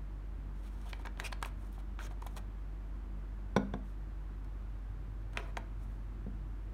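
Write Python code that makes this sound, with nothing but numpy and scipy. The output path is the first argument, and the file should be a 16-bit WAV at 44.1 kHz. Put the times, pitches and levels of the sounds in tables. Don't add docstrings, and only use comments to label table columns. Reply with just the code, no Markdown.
import sys
import numpy as np
from scipy import signal
from scipy.fft import rfft, irfft, next_fast_len
from scipy.io import wavfile

SR = 44100
rng = np.random.default_rng(int(sys.argv[2]) if len(sys.argv) > 2 else 0)


def output_pcm(signal):
    pcm = np.clip(np.atleast_2d(signal).T, -1, 1) * 32767
    wavfile.write(sys.argv[1], SR, np.round(pcm).astype(np.int16))


N = 296793


def amp(db):
    return 10 ** (np.asarray(db) / 20)


def rms_one(x):
    return x / np.sqrt(np.mean(x ** 2) + 1e-20)


def at_hz(points, hz):
    point_hz, point_db = np.array(points).T
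    return np.interp(np.log(hz), np.log(point_hz), point_db)


def ring(force, hz, t60):
    shrink = amp(-60 / (t60 * SR))
    turn = 2 * np.pi * hz / SR
    return signal.lfilter([0, np.sin(turn)], [1, -2 * shrink * np.cos(turn), shrink ** 2], force + 1e-18)


def body(force, modes, colour=((100, 0), (20000, 0)), neighbour=-1):
    total = 0
    for k, (hz, db, t60) in enumerate(modes):
        gain = neighbour ** k * amp(db + at_hz(colour, hz))
        total = total + gain * ring(force, hz, t60)
    return total


def add_sound(out, start_s, sound):
    i = round(start_s * SR)
    out[i:i + len(sound)] += sound[:N - i]


def add_peak(out, start_s, sound, peak_db):
    add_sound(out, start_s, amp(peak_db) * sound / np.max(np.abs(sound)))


def stroke(t, length_s, power):
    return np.sin(np.pi * np.clip(t / length_s, 0, 1)) ** power


def lid_colour(hollow_db, bright_db, top_db):
    return [(900, hollow_db), (2500, 0), (6500, bright_db), (12000, top_db)]


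# pitch_hz [Hz], relative level_db [dB], time to fall 60 dB t60_s [s]
LID_MODES = [(370, -9.5, 0.032), (659, 0, 0.014), (803, -1.5, 0.028), (860, 4, 0.013), (979, 4, 0.015),
             (1310, 4, 0.006), (1610, -1.5, 0.021), (1710, 1, 0.0081), (2070, -2, 0.0077),
             (2285, -7, 0.025), (2520, -4.5, 0.0071), (2980, -5.5, 0.01), (3285, -1.5, 0.0067),
             (3870, 2, 0.0035), (4500, -4, 0.0048), (5530, -1, 0.0035), (5655, -5, 0.0089),
             (6270, -5, 0.0038), (7040, 0, 0.0016), (8700, 1.5, 0.0014), (11500, 0, 0.00071),
             (14300, -4, 0.00091)]
# start_s [s], peak_db [dB], hollow_db and bright_db (low and high tones) [dB],
# chatter_s (fading time) [s], snap_hz [Hz], snap_db (against the lid's ring) [dB]
LID_TICKS = [(0.814, -54, -15, 5, 0.003, 3600, -6), (0.9308, -30.5, -9, -15, 0.0007, 4130, -2),
             (0.996, -45, 16, -3, 0.0023, 900, -2), (1.0512, -37, 1, -9, 0.0045, 1270, 1),
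             (1.058, -40, 10, 7, 0.0025, 950, 5), (1.0698, -33.5, 4, -5, 0.0018, 1680, 6.5),
             (1.174, -45.5, 13, 0, 0.0025, 3300, 1), (1.1996, -22.5, -9, 2.5, 0.0027, 1810, 9),
             (1.32, -40, 11, 7, 0.0032, 1000, -2), (1.3262, -30.5, -8, -2, 0.0024, 1700, 11),
             (1.3278, -31, -8, 1, 0.0017, 940, 6), (1.416, -48, 10, 4, 0.0033, 1200, -4),
             (1.426, -36, 3, 1.5, 0.0015, 8000, 7), (1.4268, -23, 4.5, 3.5, 0.0014, 1300, 4.5),
             (1.4487, -30.5, -14, -4, 0.0013, 2450, 13), (1.4574, -35.5, 14, 8.5, 0.0028, 900, -16),
             (1.728, -52, 5, 18, 0.0029, 3600, -2), (1.78, -46.5, 24, 1, 0.0024, 790, 8),
             (1.9902, -35.5, -2, -7, 0.0012, 1290, 6), (2.11, -46.5, 5, -7, 0.0037, 900, 1),
             (2.22, -48.5, -5, 6, 0.0031, 8000, -12), (2.2214, -38.5, 8, -5, 0.0025, 900, -13),
             (2.2648, -35, 23, 13, .0019, 764, 9), (2.267, -40.5, -2, 3, 0.0048, 910, -8),
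             (2.366, -39, -2, 4, 0.0017, 6000, -2), (4.445, -58, 2, 5.5, .0033, 6000, -9),
             (5.333, -47.5, 9, 6, 0.004, 1800, 0), (5.3729, -20.5, -2, -2, 0.00051, 2300, 6),
             (5.38, -49, 9, -9, 0.0043, 1500, -3), (5.5699, -27, -4, -2.5, 0.0012, 2000, -0.5),
             (5.574, -32, 18, 7, 0.0032, 890, 3.5)]
CHATTER_SHARE = 0.23
TICK_TOP_DB, TOP_FOLLOWS = -9.5, 3.2
SNAP_CYCLES = 9.9


def ticks():
    out, t = np.zeros(N), np.arange(4096) / SR
    click = (t == 0).astype(float)
    chatter = rng.standard_normal((len(LID_TICKS), len(t)))
    chatter = signal.lfilter(*signal.butter(1, 600, "high", fs=SR), chatter)
    for tick, noise in zip(LID_TICKS, chatter):
        start_s, peak_db, hollow_db, bright_db, chatter_s, snap_hz, snap_db = tick
        force = click + CHATTER_SHARE * noise * np.exp(-t / chatter_s)
        force[0] = 1 + CHATTER_SHARE * noise[0]
        colour = lid_colour(hollow_db, bright_db, TICK_TOP_DB + TOP_FOLLOWS * bright_db)
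        lid = body(force, LID_MODES, colour)
        snap = amp(snap_db) * ring(click, snap_hz, SNAP_CYCLES / snap_hz)
        add_peak(out, start_s, lid / np.max(np.abs(lid)) + snap, peak_db)
    return out


# start_s [s], length_s [s],
# level_db (before the swell) [dB], hollow_db and bright_db (low and high tones) [dB]
LID_RUBS = [(0.548, 0.22, -75.5, -8, 8), (0.702, 0.28, -67, 0, 3.5), (0.628, 0.06, -64, -9, 0),
            (0.85, 0.04, -56.5, 15, 7), (0.888, 0.028, -58, -12, 0), (0.984, 0.044, -63, -4, -2),
            (1.184, 0.064, -51, 2.5, -5), (1.236, 0.047, -48.5, -8, -1), (1.436, 0.057, -62.5, -21, 3),
            (1.572, 0.13, -67, 8, 10), (1.71, 0.065, -71, -13, 5), (1.783, 0.028, -60, 1, 1.5),
            (1.994, 0.035, -52, -2.5, -2.5), (2.022, 0.055, -55, -2.5, 0), (2.1, 0.031, -57.5, 12, 4),
            (2.224, 0.14, -69, 6, 11), (2.357, 0.039, -53.5, 10, 6), (2.368, 0.016, -52.5, -21, 3),
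            (3.837, 0.114, -78, -17, 7), (5.347, 0.064, -52.5, 6, -9), (5.368, 0.038, -46.5, 7, -5),
            (5.382, 0.13, -57.5, 5.5, -7), (5.467, 0.041, -67, 17, 12), (5.569, 0.016, -60, 10, 11),
            (5.764, 0.23, -70, 10, 7.5), (5.81, 0.044, -74.5, -17, 18)]
RUB_TOP_DB = 4


def rubs():
    out, t = np.zeros(N), np.arange(SR // 2) / SR
    fast_filter = signal.butter(2, 120, fs=SR)
    slow_filter = signal.butter(2, 25, fs=SR)
    draws = rng.random((len(LID_RUBS), 4, len(t)))
    for rub, (chance, size, sign, grip) in zip(LID_RUBS, draws):
        start_s, length_s, level_db, hollow_db, bright_db = rub
        fast_clumps = rms_one(signal.lfilter(*fast_filter, grip - 0.5))
        slow_flutter = rms_one(signal.lfilter(*slow_filter, grip[::-1] - 0.5))
        clumps = amp(0.7 * fast_clumps + 1.5 * slow_flutter)
        happens = chance < 5500 / SR
        slip_size = amp(-3.5 * np.log(np.maximum(size, 0.01)))
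        slips = clumps * happens * slip_size * np.sign(sign - 0.5)
        colour = lid_colour(hollow_db, bright_db, bright_db + RUB_TOP_DB)
        sound = body(stroke(t, length_s, 0.4) * slips, LID_MODES, colour)
        steady = body(slips, LID_MODES, colour)
        add_sound(out, start_s, amp(level_db) * sound / np.std(steady))
    return out


# start_s [s], length_s [s],
# level_db (before the swell) [dB], centre_hz [Hz]
LID_SQUEAKS = [(0.86, 0.046, -66, 3260), (1.243, 0.028, -45.5, 2550), (1.244, 0.03, -52, 5300),
               (1.245, .026, -53.5, 8900), (1.3245, 0.0065, -44.5, 3950), (1.997, .019, -51.5, 1440),
               (2.023, 0.043, -60, 6200), (5.372, 0.0085, -43.5, 3360), (5.374, 0.078, -74, 5530)]
SQUEAK_WIDTH = 0.2


def squeaks():
    out, t = np.zeros(N), np.arange(4096) / SR
    noises = rng.standard_normal((len(LID_SQUEAKS), len(t)))
    for (start_s, length_s, level_db, centre_hz), noise in zip(LID_SQUEAKS, noises):
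        edges_hz = [centre_hz * (1 - SQUEAK_WIDTH / 2), centre_hz * (1 + SQUEAK_WIDTH / 2)]
        resonance = signal.butter(2, edges_hz, "band", fs=SR, output="sos")
        slips = noise * abs(noise)
        squeak = rms_one(signal.sosfilt(resonance, slips)) * stroke(t, length_s, 0.27)
        add_sound(out, start_s, amp(level_db) * squeak)
    return out


# start_s [s], peak_db of the table's ring [dB], hardness as contact cut-off hard_hz [Hz],
# thud_db (peak) [dB], crack_db (peak) [dB], treble_db of the crack [dB]
JAR_BUMPS = [(3.5636, -12, 1490, -22.5, -20, -1.5), (3.7374, -23, 1110, -34.5, -36, -5.5),
             (6.264, -31.5, 334, -53.5, -60, -10)]
# pitch_hz [Hz], relative level_db [dB], t60_s [s]
TABLE_MODES = [(147, -19, 0.62), (198.3, 0, 0.32), (259.3, -9.5, 0.26), (380, -3.5, 0.041), (436, -8, 0.12),
               (493, -4, 0.071), (551, 1.5, 0.03), (635.5, -10.5, 0.14), (695, -5.5, 0.07)]
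# pitch_hz [Hz], relative level_db [dB], t60_s [s]
JAR_MODES = [(820, -3, 0.024), (1065, 1.5, 0.019), (1420, -10, 0.0043), (1546, 3.5, 0.018),
             (2030, -1.5, 0.0093), (2260, -4.5, 0.018), (3060, -3, .005), (3570, -1, 0.01),
             (4160, -13, 0.0085), (4460, -10.5, 0.007), (5770, -4.5, 0.012), (6140, -5, 0.0042),
             (8500, -6.5, 0.0016), (12300, -11, 0.0012)]
PUSH_LAG_S = 0.001563


def bumps():
    out, t = np.zeros(N), np.arange(SR // 2) / SR
    click = (t == 0).astype(float)
    thud_band = signal.butter(2, [150, 1300], "band", fs=SR)
    grit = rng.standard_normal((len(JAR_BUMPS), 2, len(t)))
    for bump, (thud_noise, crack_noise) in zip(JAR_BUMPS, grit):
        start_s, peak_db, hard_hz, thud_db, crack_db, treble_db = bump
        contact = signal.butter(2, hard_hz, fs=SR)
        push = signal.lfilter(*contact, click)
        add_peak(out, start_s + PUSH_LAG_S, body(push, TABLE_MODES, neighbour=0.93), peak_db)
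        thud = signal.lfilter(*thud_band, thud_noise * np.exp(-t / 0.0067))
        add_peak(out, start_s, signal.lfilter(*contact, thud), thud_db)
        rattle = click + 0.12 * crack_noise * np.exp(-t / 0.0051)
        crack = body(rattle, JAR_MODES, [(4000, 0), (5000, treble_db)])
        add_peak(out, start_s, crack, crack_db)
    return out


LID_DOWN_S = 5.3
LID_ON_TABLE_DB = -35


def table_under_lid(lid):
    on_table = lid * (np.arange(N) / SR > LID_DOWN_S)
    return amp(LID_ON_TABLE_DB) * body(on_table, TABLE_MODES, [(200, -3), (600, -8.5)])


ROOM_T60_S, TREBLE_T60_S, ROOM_DB, WALL_CUT_HZ = 0.33, 0.091, -13, 2300


def room(x):
    t = np.arange(SR) / SR
    noise = rng.standard_normal(SR)
    dull = signal.lfilter(*signal.butter(1, WALL_CUT_HZ, fs=SR), noise)
    treble = noise - dull
    tail = dull * amp(-60 * t / ROOM_T60_S) + treble * amp(-60 * t / TREBLE_T60_S)
    tail *= np.clip(t / 0.00058, 0, 1)
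    return amp(ROOM_DB) * signal.fftconvolve(x, tail / np.linalg.norm(tail))[:N]


# pitch_hz [Hz], level_db [dB], waver_db (rms) [dB]
MOTOR_HUM = (48.08, -41.5, 0.36)
# multiple of the pitch [-], level_db [dB]
MOTOR_OVERTONES = [(2, -64), (3, -72)]
# pitch_hz [Hz], then a list of start_s [s], level_db [dB]
SECOND_TONE = (107.5, [(0, -82.5), (4.3, -86), (4.9, -55.5), (6.73, -56.5)])


def far_tones():
    t = np.arange(N) / SR
    hz, level_db, waver_db = MOTOR_HUM
    slow = signal.butter(2, 2.5, fs=SR, output="sos")
    waver = rms_one(signal.sosfilt(slow, rng.standard_normal(N + SR))[SR:])
    tones = np.sqrt(2) * amp(level_db + waver_db * waver) * np.cos(2 * np.pi * hz * t)
    for k, db in MOTOR_OVERTONES:
        tones += np.sqrt(2) * amp(db) * (-1) ** (k + 1) * np.cos(2 * np.pi * k * hz * t)
    second_hz, swell = SECOND_TONE
    swell_db = np.interp(t, *np.transpose(swell)) + 1.5 * waver[::-1]
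    return tones + np.sqrt(2) * amp(swell_db) * np.sin(2 * np.pi * second_hz * t)


# pitch_hz [Hz], width_hz [Hz], level_db (rms) [dB]
RUMBLE_TONES = [(76.2, 7.1, -60), (86.8, 6, -64), (100.2, 8.2, -59.5), (145.6, 4.1, -61), (199.2, 7, -62.5),
                (243.7, 24, -66), (324.6, 5.8, -71)]


def rumble():
    white = rng.standard_normal(N + SR)
    total = np.zeros(N)
    for hz, width_hz, level_db in RUMBLE_TONES:
        t60_s = np.log(1000) / (np.pi * width_hz)
        total += amp(level_db) * rms_one(ring(white, hz, t60_s)[SR:])
    return total


# pitch_hz [Hz], relative level_db in each Hz [dB]
AIR_SPECTRUM = [(30, -49), (42, -26), (56, -16.5), (75, -1), (120, -18.5), (200, -19), (320, -15),
                (430, -25), (1000, -25.5), (1500, -29), (2500, -37.5), (4900, -48), (10000, -54.5),
                (14500, -55.5), (16000, -61)]
AIR_DB = -56


def air():
    size = next_fast_len(N)
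    hz = np.maximum(np.fft.rfftfreq(size, 1 / SR), 1)
    shaped = rfft(rng.standard_normal(size)) * amp(at_hz(AIR_SPECTRUM, hz))
    return amp(AIR_DB) * rms_one(irfft(shaped, size)[:N])


def scene():
    lid = ticks() + rubs() + squeaks()
    near = lid + table_under_lid(lid) + bumps()
    background = far_tones() + rumble() + air()
    return (near + room(near) + background)[None]


CUTOFF_HZ = 16500


def record(dry):
    lead = np.concatenate([dry[:, SR // 4:0:-1], dry], axis=1)
    lean = signal.sosfilt(signal.butter(4, 36, "high", fs=SR, output="sos"), lead)
    top_cut = signal.cheby2(16, 60, CUTOFF_HZ, fs=SR, output="sos")
    return signal.sosfilt(top_cut, lean)[:, SR // 4:]


dry = scene()
out = record(dry)
output_pcm(out)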